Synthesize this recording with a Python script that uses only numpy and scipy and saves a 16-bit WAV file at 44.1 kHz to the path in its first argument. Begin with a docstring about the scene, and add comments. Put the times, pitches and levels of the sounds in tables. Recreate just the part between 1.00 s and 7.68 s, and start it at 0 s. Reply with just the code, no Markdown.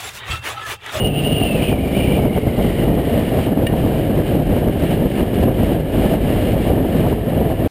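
"""Scooter into a road tunnel

A scooter rides in fast and eases off, heard from a small camera worn by the rider. Gusts buffet the
microphone and half bury the engine. Air and tyres hiss in swells, and an edge of the housing whistles
in spurts, lower and fainter as the speed drops. One hard tick rings the housing.
The coarse 12 kHz recorder overloads and adds a glassy top."""
import sys
import numpy as np
from scipy import signal
from scipy.fft import rfft, irfft
from scipy.io import wavfile
from scipy.ndimage import uniform_filter1d

SR = 44100
rng = np.random.default_rng(int(sys.argv[2]) if len(sys.argv) > 2 else 0)


def store_wav(level_fs):
    """Save 16-bit WAV to argv[1]."""
    pcm = np.round(np.clip(np.atleast_2d(level_fs), -1, 1) * 32767)
    wavfile.write(sys.argv[1], SR, pcm.T.astype(np.int16))


N = 294411

# Tone colour of the air and tyre hiss: frequency_hz, relative_db
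HISS_SPECTRUM = [(500, -36), (1000, -6), (1400, -4), (1850, 1), (2400, 1), (2620, -2.5), (2820, 4),
                 (3060, 2), (3500, -6), (3850, -7.5), (4500, -12.5), (5300, -15.5), (6000, -21)]
# The hiss swells about three times a second: start_s, end_s, boost_db
HISS_SWELLS = [(-0.05, 0.08, 4), (0.19, 0.73, 5.5), (0.88, 1.27, 5.5), (1.32, 1.39, 4.5), (1.52, 1.85, 4),
               (2.0, 2.48, 4.5), (2.79, 3.07, 2), (3.18, 3.37, 3), (3.5, 3.6, 3), (3.78, 3.96, 4.5),
               (4.13, 4.23, 4.5), (4.31, 4.45, 4.5), (4.59, 4.75, 4), (4.91, 5.16, 5.5), (5.24, 5.53, 5),
               (5.6, 5.71, 5.5), (5.92, 6.12, 3.5), (6.29, 6.45, 1.5), (6.62, 6.72, 3.5)]
# Pace of the single cylinder, and so of the scooter: time_s, firing_hz
ENGINE_SPEED = [(0, 72.9), (.35, 72.6), (.6, 68.5), (1.05, 64.5), (1.75, 58), (2.5, 52.5), (2.8, 52.3),
                (3.35, 50), (4, 51.8), (4.6, 51.8), (5.3, 52.6), (6, 53.6), (6.68, 53.2)]
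# The exhaust note under each load: harmonic, full_throttle_db, coasting_db, cruising_db
EXHAUST_HARMONICS = [(1, -44, -37, -29), (2, -20, -45, -30), (3, -39, -28, -30), (4, -36, -30, -40),
                     (6, -30, -33.5, -35), (7, -46, -33.5, -38), (8, -34, -50, -35), (9, -45, -47, -52),
                     (10, -35, -38, -40), (11, -43, -47, -37), (17, -48.5, -59, -57)]
# Spurts that lift the whistle above its faint rasp: start_s, end_s, tone_boost_db, cavity_boost_db
WHISTLE_SPURTS = [(-0.02, 0.09, 10, 4), (0.15, 0.21, 6.5, 6), (0.24, 0.43, 7.5, 4.5), (0.43, 0.48, 9.5, 9),
                  (0.48, 0.57, 6, 3), (0.61, 0.725, 4, 10), (0.952, 1.191, 4.5, 10), (1.32, 1.39, 1, 8),
                  (1.6, 1.7, 3, 10), (1.77, 1.84, 2.5, 10)]
# A hard contact on the housing and its rebound: time_s, force_db
TICK_CONTACTS = [(2.667, -27.5), (2.6692, -23.5)]
# Resonances of the housing: pitch_hz, gain_db, t60_s
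HOUSING_MODES = [(1840, -1, 0.071), (2360, -4, 0.031), (2870, 5, 0.072), (3198, -12, 0.027)]
# Sharp slaps of wind: start_s, strength_db
WIND_SLAPS = [(0.716, -9.5), (1.188, -9), (1.257, -10), (1.374, -14), (1.464, -19), (2.468, -8.5),
              (2.525, -13), (2.63, -15), (2.861, -12), (3.563, -12), (4.226, -18.5), (5.041, -17),
              (5.137, -9), (5.697, -8.5), (6.124, -10.5), (6.411, -10), (6.497, -12)]
# Tone colour of the wind before it is split into bands: frequency_hz, relative_db
WIND_SPECTRUM = [(10, -30), (25, -10), (45, -1.5), (70, 0), (130, -1), (240, -1.5), (400, -5.5), (660, -9),
                 (770, -15), (890, -22.5), (1100, -28.5), (1400, -33.5), (1900, -39.5), (3000, -85)]
# Gusts on the microphone; each wind band follows by its own share: start_s, end_s, strength_db
WIND_GUSTS = [(0.01, 0.08, 3.5), (0.26, 0.47, 4), (0.53, 0.63, 5), (0.69, 0.745, 6), (0.92, 1.2, 4),
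              (1.24, 1.28, 6), (1.355, 1.39, 7.5), (1.46, 1.495, 4.5), (1.58, 1.725, 5), (1.79, 2.0, 5),
              (2.07, 2.245, 5), (2.31, 2.41, 6.5), (2.46, 2.54, 6.5), (2.57, 2.65, 5), (2.71, 3.02, 4),
              (3.06, 3.22, 4.5), (3.29, 3.42, 6), (3.49, 3.71, 4.5), (3.82, 3.86, 5), (3.9, 4.08, 6),
              (4.17, 4.245, 7.5), (4.36, 4.52, 4.5), (4.59, 4.8, 3.5), (4.93, 5.18, 4.5), (5.26, 5.59, 5),
              (5.64, 5.87, 4.5), (5.94, 6.14, 5.5), (6.27, 6.52, 5), (6.6, 6.7, 4)]
# The level of wind and hiss dips briefly: start_s, end_s, strength_db
LEVEL_DIPS = [(0.09, 0.14, -2), (0.735, 0.8, -2.5), (1.29, 1.345, -2.5), (1.4, 1.45, -2.5), (3.22, 3.27, -3),
              (4.25, 4.3, -2), (4.82, 4.9, -3), (6.15, 6.25, -3.5), (6.52, 6.59, -3)]
# The largest eddies, each a deep thump: centre_s, rumble_boost_db
EDDY_THUMPS = [(0.07, 4), (0.35, 4), (0.73, 4), (1.06, 7), (1.22, 6), (1.49, 5.5), (1.67, 7), (1.9, 5),
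               (2.85, 7), (3.48, 9), (3.71, 7), (4.43, 7), (4.63, 6), (5.25, 7), (5.38, 4), (5.56, 6.5),
               (5.69, 6), (6.06, 3), (6.44, 6)]


def from_db(db):
    """Decibels to gain."""
    return 10 ** (np.asarray(db) / 20)


def unit_rms(x):
    """Scale to rms 1."""
    return x / np.sqrt(np.mean(x ** 2) + 1e-20)


def fade_in(middle_s, span_s):
    """A smooth step from 0 to 1."""
    return .5 + .5 * np.tanh((np.arange(N) / SR - middle_s) / span_s)


def surges(rows, rise_s, fall_s):
    """A rise, hold and fall envelope in dB from rows of start_s, end_s, peak_db."""
    t, level_db = np.arange(N) / SR, np.zeros(N)
    for start, end, peak_db in rows:
        level_db += peak_db * np.clip(.5 + np.minimum((t - start) / rise_s, (end - t) / fall_s), 0, 1)
    return level_db


def drift(rate_hz):
    """Smooth random modulation, mostly slower than rate_hz; rms 1."""
    hz = np.arange(N // 2 + 1) * SR / N
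    return unit_rms(irfft(rfft(rng.standard_normal(N)) / (1 + (hz / rate_hz) ** 2), N))


def coloured_noise(spectrum):
    """Noise with a given tone colour; rms 1."""
    hz, level_db = np.transpose(spectrum)
    bin_hz = np.maximum(np.arange(N // 2 + 1) * SR / N, 1)
    gain = from_db(np.interp(np.log(bin_hz), np.log(hz), level_db))
    return unit_rms(irfft(rfft(rng.standard_normal(N)) * gain, N))


def butterworth(x, hz, kind, order=2):
    """Low-, high- or band-pass filter."""
    return signal.sosfilt(signal.butter(order, hz, kind, fs=SR, output="sos"), x)


def levelled(x, span_s):
    """Ride the gain to take out swells slower than the span; rms about 1."""
    size = max(int(span_s * SR), 2)
    return x / np.sqrt(uniform_filter1d(uniform_filter1d(x ** 2, size), size) + 1e-12)


def ring(force, hz, t60_s):
    """A resonator: a unit click starts a decaying sine of height 1."""
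    decay, step = from_db(-60 / (t60_s * SR)), 2 * np.pi * hz / SR
    return signal.lfilter([0, np.sin(step)], [1, -2 * decay * np.cos(step), decay ** 2], force + 1e-18)


def firing_hz():
    """The engine's firing rate at every sample."""
    return np.interp(np.arange(N) / SR, *np.transpose(ENGINE_SPEED))


def air_and_tyres(swell_db, bed_db=-38.9, tyres_outside_db=-4.0, crossover_hz=2500):
    """A bed of hiss coloured by the housing; once inside, the walls throw back more of the tyres."""
    hiss = coloured_noise(HISS_SPECTRUM)
    tyres = signal.sosfiltfilt(signal.butter(2, crossover_hz, fs=SR, output="sos"), hiss)
    air = hiss - tyres
    outside = 1 - fade_in(middle_s=1.48, span_s=0.48)
    flicker_db = 0.9 * drift(60) + 0.8 * drift(9)
    return (air + tyres * from_db(tyres_outside_db * outside)) * from_db(bed_db + swell_db + flicker_db)


def engine(waver_db=3.5, waver_rad=0.57, ease_s=0.51, resume_s=4.0):
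    """Exhaust harmonics on full throttle, coasting, then cruising; wall echoes make each one waver."""
    firing_phase = 2 * np.pi * np.cumsum(firing_hz() * (1 + .002 * drift(8))) / SR
    eased, resumed = fade_in(ease_s, 0.09), fade_in(resume_s, 0.27)
    exhaust = np.zeros(N)
    for harmonic, full_db, coast_db, cruise_db in EXHAUST_HARMONICS:
        load_db = full_db + eased * (coast_db - full_db) + resumed * (cruise_db - coast_db)
        gain = from_db(load_db + eased * waver_db * drift(3.2))
        phase_offset = rng.uniform(0, 2 * np.pi) + waver_rad * eased * drift(1.24)
        exhaust += gain * np.sin(round(harmonic) * firing_phase + phase_offset)
    return exhaust


def edge_whistle(swell_db, base_hz=2715, full_speed_firing_hz=72.7, cavity_hz=2920, ramp_s=0.031):
    """Vortices shed from an edge lock into a tone near a cavity's pitch; slower air makes them rasp."""
    octaves = 1.42 * np.log2(firing_hz() / full_speed_firing_hz)   # pitch falls with speed
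    start, end, *boosts_db = np.transpose(WHISTLE_SPURTS)
    tone_push_db, cavity_push_db = (surges(zip(start, end, boost_db), ramp_s, ramp_s) + .4 * swell_db
                                    for boost_db in boosts_db)
    pitch_hz = base_hz * 2 ** octaves * (1 + .005 * tone_push_db)   # a spurt bends it sharp
    tone_db = -36.3 + 16 * octaves + tone_push_db
    cavity_db = -38.5 + 29 * octaves + cavity_push_db
    locked = np.clip((pitch_hz - 2450) / 400, .15, .92)   # the clean tone's share of the power
    warble = .007 * drift(35) + .014 * drift(250) + .032 * (1 - locked) * drift(45)
    phase = 2 * np.pi * np.cumsum(pitch_hz * (1 + warble)) / SR
    rasp = drift(80) * np.sin(phase) + drift(80) * np.cos(phase)
    tone = np.sqrt(2 * locked) * np.sin(phase) + np.sqrt(1 - locked) * rasp
    sputter = from_db(3 * drift(30))
    breath = ring(rng.standard_normal(N), cavity_hz, t60_s=0.006)
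    cavity = unit_rms(ring(breath, cavity_hz, t60_s=0.006))
    return from_db(tone_db) * levelled(tone * sputter, 0.046) + from_db(cavity_db) * cavity


def housing_tick(crack_gain_db=1, crack_decay_s=0.0014):
    """Two quick hard contacts read as one tick: a short crack, then the housing rings."""
    t, force, crack = np.arange(N) / SR, np.zeros(N), np.zeros(N)
    for time_s, force_db in TICK_CONTACTS:
        force[int(time_s * SR)] = from_db(force_db)
        decay = (t >= time_s) * np.exp(-abs(t - time_s) / crack_decay_s)
        crack += from_db(force_db + crack_gain_db) * decay
    grit = unit_rms(butterworth(rng.standard_normal(N), [1700, 3600], "band"))
    ringing = sum(from_db(gain_db) * ring(force, hz, t60_s) for hz, gain_db, t60_s in HOUSING_MODES)
    return crack * grit + ringing


def wind_slaps(trim_db=-5, rise_s=0.003, band_hz=(190, 760)):
    """Eddies burst right on the microphone port, each a dull pressure blow a few cycles long."""
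    t, envelope = np.arange(N) / SR, np.zeros(N)
    for start_s, strength_db in WIND_SLAPS:
        age = np.maximum(t - start_s, 0) / rise_s
        envelope += from_db(strength_db + trim_db) * age * np.exp(1 - age)
    churn = levelled(butterworth(rng.standard_normal(N), band_hz, "band", order=3), .006)
    return butterworth(envelope * churn, 950, "low", order=4)


def wind_buffeting(gust_db, lump_db=2.0, thump_width_s=.06):
    """Turbulence at the microphone port: large eddies rumble, smaller ones buffet and flutter in lumps."""
    def band(hz, kind):
        return butterworth(coloured_noise(WIND_SPECTRUM), hz, kind, order=4)

    t = np.arange(N) / SR
    lumps = from_db(lump_db * drift(40))
    rumble = levelled(band(90, "low"), .16)
    buffet = levelled(band([90, 280], "band") * lumps, .06)
    flutter = levelled(band(280, "high") * lumps, .035)
    thumps_db = sum(boost_db / (1 + ((t - centre_s) / thump_width_s) ** 2) ** 2
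                    for centre_s, boost_db in EDDY_THUMPS)
    push_db = gust_db + 1.45 * drift(14)
    # Higher bands follow the push more closely, so gusts sound brighter.
    return (rumble * from_db(-27.3 + .41 * push_db + thumps_db)
            + buffet * from_db(-21.5 + .71 * push_db + .25 * thumps_db)
            + flutter * from_db(-22.9 + .78 * push_db))


def scene(wind_outside_db=-1.5, gust_ramp_s=0.026):
    """All layers meet at one microphone; the wind is a little calmer before the tunnel mouth."""
    calm = from_db(wind_outside_db * (1 - fade_in(middle_s=0.43, span_s=0.088)))
    dip_db = surges(LEVEL_DIPS, gust_ramp_s, gust_ramp_s)
    gust_db = surges(WIND_GUSTS, gust_ramp_s, gust_ramp_s) + dip_db
    swell_db = surges(HISS_SWELLS, rise_s=0.11, fall_s=0.037) + .7 * dip_db
    wind = calm * wind_buffeting(gust_db) + wind_slaps()
    return (wind + air_and_tyres(swell_db) + edge_whistle(swell_db) + engine() + housing_tick())[None]


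def record(dry, recorder_hz=12000, hold_hz=48000, ceiling=.5, cutoff_hz=15250):
    """Coarse sampling and hard clipping; holding each sample mirrors the sound into a glassy top."""
    coarse = signal.resample_poly(dry, recorder_hz, SR, axis=1, window=("kaiser", 8))
    clipped = np.clip(coarse, -ceiling, ceiling)
    held = np.repeat(clipped, hold_hz // recorder_hz, axis=1)
    glassy = signal.resample_poly(held, SR, hold_hz, axis=1)[:, :N]
    return signal.sosfilt(signal.ellip(12, .1, 90, cutoff_hz, fs=SR, output="sos"), glassy)


dry = scene()
out = record(dry)
store_wav(out)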